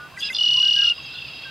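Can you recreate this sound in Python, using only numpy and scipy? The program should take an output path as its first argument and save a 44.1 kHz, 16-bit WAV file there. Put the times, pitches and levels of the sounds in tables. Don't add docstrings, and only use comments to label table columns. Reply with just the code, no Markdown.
import sys
import numpy as np
from scipy import signal
from scipy.fft import rfft, irfft
from scipy.io import wavfile
from scipy.ndimage import uniform_filter1d

SR = 44100
rng = np.random.default_rng(int(sys.argv[2]) if len(sys.argv) > 2 else 0)


def wrap_up_sound(samples):
    columns = np.atleast_2d(samples).T
    tamed = np.clip(columns, -1, 1)
    steps = np.round(tamed * 32767).astype(np.int16)
    wavfile.write(sys.argv[1], SR, steps)


def gain_from_decibels(decibels):
    exponent = np.asarray(decibels, float) / 20
    return 10 ** exponent


N = 66150
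T = np.arange(N) / SR
SIDES = np.array([[1], [-1]])


def curve(points, hz):
    p = np.array(points, float)
    return np.interp(np.log(hz), np.log(p[:, 0]), p[:, 1])


def level(x, db):
    return x * gain_from_decibels(db) / np.sqrt(np.mean(x ** 2))


def walk(rate_hz, n=N):
    k = int(SR / rate_hz)
    smooth = uniform_filter1d(rng.standard_normal(n), k, mode="wrap")
    return uniform_filter1d(smooth, k, mode="wrap") * np.sqrt(1.3 * k)


def gate(start, length, attack, release, t=T):
    g = np.clip(np.minimum((t - start) / attack, (start + length - t) / release), 0, 1)
    return np.sin(g * np.pi / 2) ** 2


def span(start, length):
    return slice(max(int(start * SR), 0), min(int((start + length) * SR) + 1, N))


def band(x, hz, width):
    edges = [hz - width / 2, hz + width / 2]
    return signal.sosfilt(signal.butter(2, edges, "band", fs=SR, output="sos"), x)


def notes(table, edge_s, waver_hz, flutter_db, throb=0, slope_db=0):
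    throb_hz = 155
    out = np.zeros(N)
    for start, length, a_hz, b_hz, db in table:
        first, lasts = start - edge_s / 2, length + edge_s
        s = span(first, lasts)
        t = T[s]
        waver, pace, flutter = (walk(rate, 8192)[:len(t)] for rate in (150, 40, 120))
        hz = np.interp(t, [start, start + length], [a_hz, b_hz]) + waver_hz * waver
        chop = 1 + throb * np.cos(2 * np.pi * np.cumsum(throb_hz * (1 + 0.18 * pace)) / SR)
        slope = slope_db * ((t - start) / length - .5)
        env = gate(first, lasts, edge_s, 2 * edge_s, t) * gain_from_decibels(db + 3 + flutter_db * flutter + slope)
        out[s] += env * chop * np.sin(2 * np.pi * np.cumsum(hz) / SR)
    return out


def breath(table):
    out = 0
    for start, length, hz, width, db in table:
        noise = level(band(rng.standard_normal(N), hz, width), db)
        out = out + noise * gate(start, length, length / 2, length / 3) * gain_from_decibels(2 * walk(180))
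    return out


# pitch_hz, density_db [dB per Hz]
AIR_COLOUR = [(30, -31), (70, -8), (150, -11), (400, -15), (1400, -15), (3500, -23), (7000, -32),
              (15000, -35)]
# pitch_hz, left_minus_right_db
AIR_LEAN = [(150, -7.5), (400, -1.5), (5000, 0)]
# pitch_hz, likeness [0-1]
AIR_LIKENESS = [(120, 0.9), (4000, 0.8), (12000, 0)]


def air():
    hz = np.maximum(np.arange(N // 2 + 1) * SR / N, 1)
    a, b = rfft(rng.standard_normal((2, N)))
    alike = np.clip(curve(AIR_LIKENESS, hz), 0, 1)
    pair = np.sqrt(1 + alike) * a + np.sqrt(1 - alike) * b * SIDES
    lean = gain_from_decibels(curve(AIR_LEAN, hz) * SIDES / 2)
    rush = level(irfft(pair * lean * gain_from_decibels(curve(AIR_COLOUR, hz)), N), -47.5)
    hum = level(band(rng.standard_normal(N), 139.8, 12), -56.5) * gain_from_decibels(-3.5 * SIDES)
    return rush * gain_from_decibels(.4 * walk(3)) + hum


# pitch_hz, width_hz, level_db
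RIVAL_THROAT = [(2727, 213, -2), (3250, 130, -5), (3870, 160, -10.5), (4420, 260, -11), (4906, 130, -9.5)]
# time_s, level_db
RIVAL_LOUDNESS = [(0, -51.5), (.12, -52), (.9, -36.5), (.97, -43), (1.08, -37.5), (1.15, -41.5), (1.3, -37),
                  (1.5, -39.5)]


def rivals():
    pulse_hz, beat_hz, beat_db = 538.7, 33.5, 1.5
    phase = np.cumsum(pulse_hz * (1 + 0.023 * walk(60))) / SR
    pulses = level(np.diff(np.floor(phase), prepend=0), 0) + 0.8 * rng.standard_normal(N)
    beat = 2 * np.pi * np.cumsum(beat_hz * (1 + 0.067 * walk(18))) / SR
    out = 0
    for k, (hz, width, db) in enumerate(RIVAL_THROAT):
        lag = 2.0 * (k > 0)
        throb = gain_from_decibels(beat_db * np.cos(beat - lag) + 1.3 * walk(27))
        out = out + level(band(pulses, hz, 1.71 * width), db) * throb
    return level(out, 0) * gain_from_decibels(np.interp(T, *np.array(RIVAL_LOUDNESS).T))


# start_s, length_s, from_hz, to_hz, level_db
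PIPE_NOTES = [(-.02, 0.1, 1439, 1486, -41), (-.02, 0.11, 1226, 1185, -48), (.562, 0.052, 1026, 1080, -44.5),
              (.625, 0.078, 1546, 1598, -44.5), (.76, 0.092, 1609, 1620, -37),
              (.985, 0.014, 1086, 1160, -41.5), (1.03, 0.025, 6500, 6450, -55),
              (1.135, 0.052, 1463, 1470, -49.5), (1.45, 0.066, 1595, 1528, -41.5)]


def pipes():
    return notes(PIPE_NOTES, 0.014, waver_hz=4.2, flutter_db=1)


# pitch_hz, level_db
REED_COLOUR = [(1500, -4), (2500, -13), (3200, -13), (3900, 0)]


def reeds(x, t60_s, spread):
    t = T[:int(SR * t60_s)]
    n = rng.standard_normal((3, N // 2))[:, :len(t)]
    tail = (n[0] + spread * n[1] * SIDES) * gain_from_decibels(-60 * t / t60_s) * (t > .002)
    hz = np.arange(1, N // 2 + 2) * SR / N
    x = irfft(rfft(x) * gain_from_decibels(curve(REED_COLOUR, hz)), N)
    return signal.fftconvolve(x[None], level(tail, 0) / np.sqrt(len(t)), axes=1)[:, :N]


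# start_s, length_s, from_hz, to_hz, level_db
LOW_NOTES = [(.122, 0.025, 1070, 1090, -46), (.14, 0.025, 1520, 1690, -49.5),
             (.166, 0.009, 2340, 2310, -40.5), (.171, 0.03, 1540, 1583, -42.5),
             (.175, 0.016, 1997, 1905, -37.5), (.19, 0.032, 1960, 1970, -51), (.302, .02, 1560, 1600, -38),
             (.302, .024, 2050, 2090, -29), (.322, .008, 2600, 2750, -39), (.33, .008, 3470, 3490, -34),
             (.331, .013, 2800, 2860, -37), (.326, .012, 2130, 2200, -47), (.364, .009, 2870, 2820, -29),
             (.374, .007, 2880, 2860, -31), (.928, 0.012, 2873, 2760, -32)]


def low_voice():
    return notes(LOW_NOTES, .004, waver_hz=20, flutter_db=2, slope_db=-8)


# start_s, length_s, centre_hz, width_hz, level_db
RASP_PUFFS = [(0.146, 0.095, 6700, 4620, -49), (.195, 0.028, 11160, 1490, -52.5),
              (0.292, 0.025, 10800, 1190, -51), (0.309, 0.039, 10760, 1910, -53.5),
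              (0.171, 0.15, 3520, 1870, -39.5), (0.292, 0.058, 6500, 1400, -48.5)]


def rasp():
    return breath(RASP_PUFFS)


# start_s, length_s, from_hz, to_hz, level_db
SWELL_NOTES = [(.187, .024, 4780, 4850, -41), (.231, 0.0484, 4980, 4957, -30)]


def swells():
    return notes(SWELL_NOTES, .003, waver_hz=16, flutter_db=2, slope_db=12)


# start_s, length_s, from_hz, to_hz, level_db
HIGH_NOTES = [(.188, .018, 5500, 5600, -50), (.192, .019, 6400, 6450, -45), (.216, .012, 4890, 4940, -41),
              (.288, .009, 4950, 5000, -42), (.3, .013, 4960, 4950, -44), (.222, .07, 1650, 1670, -50),
              (.2168, .002, 3350, 3300, -23), (.337, .008, 4800, 4880, -39), (.345, .012, 4950, 4870, -30),
              (.357, .009, 4880, 4860, -25), (.349, .007, 3550, 3350, -22), (.356, .008, 3700, 3500, -27),
              (.373, .012, 4880, 4890, -34), (.372, .011, 3450, 3450, -33)]


def high_voice():
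    return notes(HIGH_NOTES, .004, waver_hz=20, flutter_db=2)


# start_s, length_s, from_hz, to_hz, level_db
GURGLE_PARTIALS = [(.206, .007, 3200, 3330, -33), (.2165, .003, 4200, 4200, -39),
                   (.223, .017, 3380, 3420, -25.5), (.24, .056, 3300, 3360, -35.5),
                   (.214, .016, 2900, 2800, -35), (.23, .03, 2760, 2800, -29),
                   (.262, .026, 2850, 2760, -33), (.288, .014, 2600, 2510, -32),
                   (.247, .025, 3950, 4050, -39), (.272, .02, 3800, 3700, -43)]


def gurgle():
    return notes(GURGLE_PARTIALS, 0.0022, waver_hz=25, flutter_db=1, throb=.35)


BUZZ_HARMONICS = np.array([-4, -2, 4, -3, 0.5, -1])[:, None]


def buzz(end, length, a_hz, b_hz, db):
    membrane_hz, throat_width_hz, chirp_s = 705, 680, 0.0011
    luck, out, s = rng.standard_normal(12), np.zeros(N), span(end - length, length)
    t = T[s]
    centre = np.interp(t, [end - length, end], [a_hz, b_hz]) + 150 * luck[0]
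    f0 = membrane_hz * (1 + 0.017 * luck[1])
    k = np.arange(3, 9)[:, None]
    bend = np.sign(a_hz - b_hz) * np.pi * chirp_s * f0 / 4 * (k - 6) ** 2 + .4 * luck[3:9, None]
    throat = np.exp(-.5 * ((k * f0 - centre) / throat_width_hz) ** 2)
    waves = np.cos(2 * np.pi * k * f0 * (t - end + 0.000619) + bend)
    stack = gain_from_decibels(np.reshape(BUZZ_HARMONICS, (-1, 1))) * throat * waves
    env = gate(end - length, length, length / 3, length / 3, t)
    out[s] = stack.sum(0) * env * gain_from_decibels(db + 0.5 * luck[2])
    return out


# end_s, fall_level_db, earlier_rise_level_db
LEAD_IN_BURSTS = [(.3535, -19, -32), (.3712, -21, -32)]
# start_s, held_s, level_db, pitch_hz
TRILL_BEATS = [(0.3859, 0.015, -19.0, 2911), (0.4098, 0.018, -17.5, 2902), (0.4362, 0.0175, -17.0, 2906),
               (0.4614, 0.0185, -16.6, 2892), (0.4875, 0.0181, -15.7, 2885), (0.5121, 0.022, -16.3, 2906),
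               (0.5414, 0.0224, -16.2, 2913), (0.5722, 0.0207, -15.7, 2871), (0.6008, 0.0198, -15.6, 2875),
               (0.6281, 0.019, -15.7, 2895), (0.6533, 0.0213, -16.3, 2892), (0.6823, 0.0199, -15.8, 2895),
               (0.7099, 0.0192, -16.4, 2882), (0.7367, 0.0187, -16.2, 2885), (0.7634, 0.017, -16.3, 2909),
               (0.789, 0.0208, -15.4, 2868), (0.8179, 0.0188, -15.5, 2865), (0.8444, 0.018, -15.0, 2861),
               (0.8702, 0.021, -15.5, 2841), (0.8991, 0.025, -17, 2830)]
# multiple [of the whistle], level_db
WHISTLE_PARTIALS = [(1.5, -26.5), (2, -31.5), (2.5, -53.5), (3, -42), (4, -56), (4.5, -55)]


def trill():
    attack_s, release_s, arch_hz, sag_hz = .007, .0045, 48, 80
    first, last = TRILL_BEATS[0][0], TRILL_BEATS[-1][0]
    out, env, hz = 0, 0, TRILL_BEATS[0][3]
    for start, held, db, beat_hz in TRILL_BEATS:
        u = np.clip((T - start) / held, 0, 1)
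        shape = beat_hz + arch_hz * np.sin(np.pi * u) ** 2 - sag_hz * (u - .3)
        hz = np.where(T > start - .003, shape, hz)
        edges = gate(start - attack_s / 2, held + (attack_s + release_s) / 2, attack_s, release_s)
        env = env + gain_from_decibels(db + 3.5 - 0.81 * u) * edges
        out = out + buzz(start + .0022, .006, 5400, 3200, -25)
        if start < last:
            out = out + buzz(start + held + .005, .008, 4000, 5500, -27)
    for end, fall_db, rise_db in LEAD_IN_BURSTS:
        out = out + buzz(end, .007, 4900, 3100, fall_db)
        out = out + buzz(end - .006, .007, 4700, 5400, rise_db)
    leak = gain_from_decibels(-27.5) * gate(first, last - first, 0.0042, 0.0083)
    phase = 2 * np.pi * np.cumsum(hz + 14 * walk(520)) / SR
    tire = gain_from_decibels(-3 * (T - .65) / 0.99) * gate(0, .921, .01, 0.026)
    over = 0
    for k, db in WHISTLE_PARTIALS:
        over = over + gain_from_decibels(db + 2 * walk(200)) * np.sin(k * phase + .8 * walk(250))
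    overtones = (env + leak * gain_from_decibels(4.5)) * tire * over
    whistle = env * gain_from_decibels(walk(140)) * np.sin(phase)
    between = leak * gain_from_decibels(2 * walk(210)) * np.cos(phase)
    return out + whistle + overtones + between


def singer():
    song = trill() + low_voice() + high_voice() + swells() + gurgle()
    loud = np.sqrt(uniform_filter1d(song ** 2, size=200).clip(0)) + 0.065
    bent = song * np.abs(song) / loud + song ** 2 / loud
    overtones = band(band(bent, 7400, 4900), 8500, 4900)
    return song + gain_from_decibels(-26) * overtones + rasp()


# start_s, length_s, from_hz, to_hz, level_db
PURR_CALLS = [(.815, .125, 1425, 1383, -43.5), (.948, .05, 4980, 4930, -45), (1.083, .03, 5000, 4960, -43),
              (1.12, .03, 4950, 4900, -45), (1.255, .03, 4900, 4900, -46), (.955, .035, 3850, 3800, -49)]


def purrs():
    return notes(PURR_CALLS, 0.022, waver_hz=29.6, flutter_db=2.5, throb=0.33)


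# start_s, level_db, pitch_hz
FLECK_BEATS = [(0.9536, -38.5, 2745), (0.9786, -35, 2806), (0.9996, -34, 2700), (1.0486, -37, 2640),
               (1.116, -32, 2710), (1.1539, -31.5, 2760), (1.1848, -27.5, 2810), (1.2187, -29, 2723),
               (1.2492, -29.5, 2695), (1.2825, -30.5, 2750), (1.333, -38, 2770), (1.3709, -41, 2940),
               (1.3883, -35, 2755), (1.4357, -35, 2670)]


def flecks():
    beats = [(start, 0.011, hz, hz - 40, db - 5) for start, db, hz in FLECK_BEATS]
    out = notes(beats, 0.00491, waver_hz=28.8, flutter_db=3.5)
    for start, db, hz in FLECK_BEATS:
        out = out + buzz(start + .008, .014, 4000, 3200, db - 14.5)
    return out


# start_s, length_s, centre_hz, width_hz, level_db
RUN_UP_PUFFS = [(1.11, .07, 3800, 700, -41), (1.12, .12, 3350, 400, -42)]


def run_up():
    return breath(RUN_UP_PUFFS)


def scene():
    bird = singer()
    far = rivals() + flecks() + run_up() + pipes() + purrs()
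    near = bird * gain_from_decibels(-.1 * SIDES) + gain_from_decibels(-7) * reeds(bird, .08, spread=0.51)
    distant = far * gain_from_decibels(-.4 * SIDES) + gain_from_decibels(-7) * reeds(far, .3, spread=.6)
    return near + distant + air()


def low_pass(x):
    return signal.sosfilt(signal.butter(12, 15670, fs=SR, output="sos"), x)


def record(dry):
    return low_pass(dry)


dry = scene()
out = record(dry)
wrap_up_sound(out)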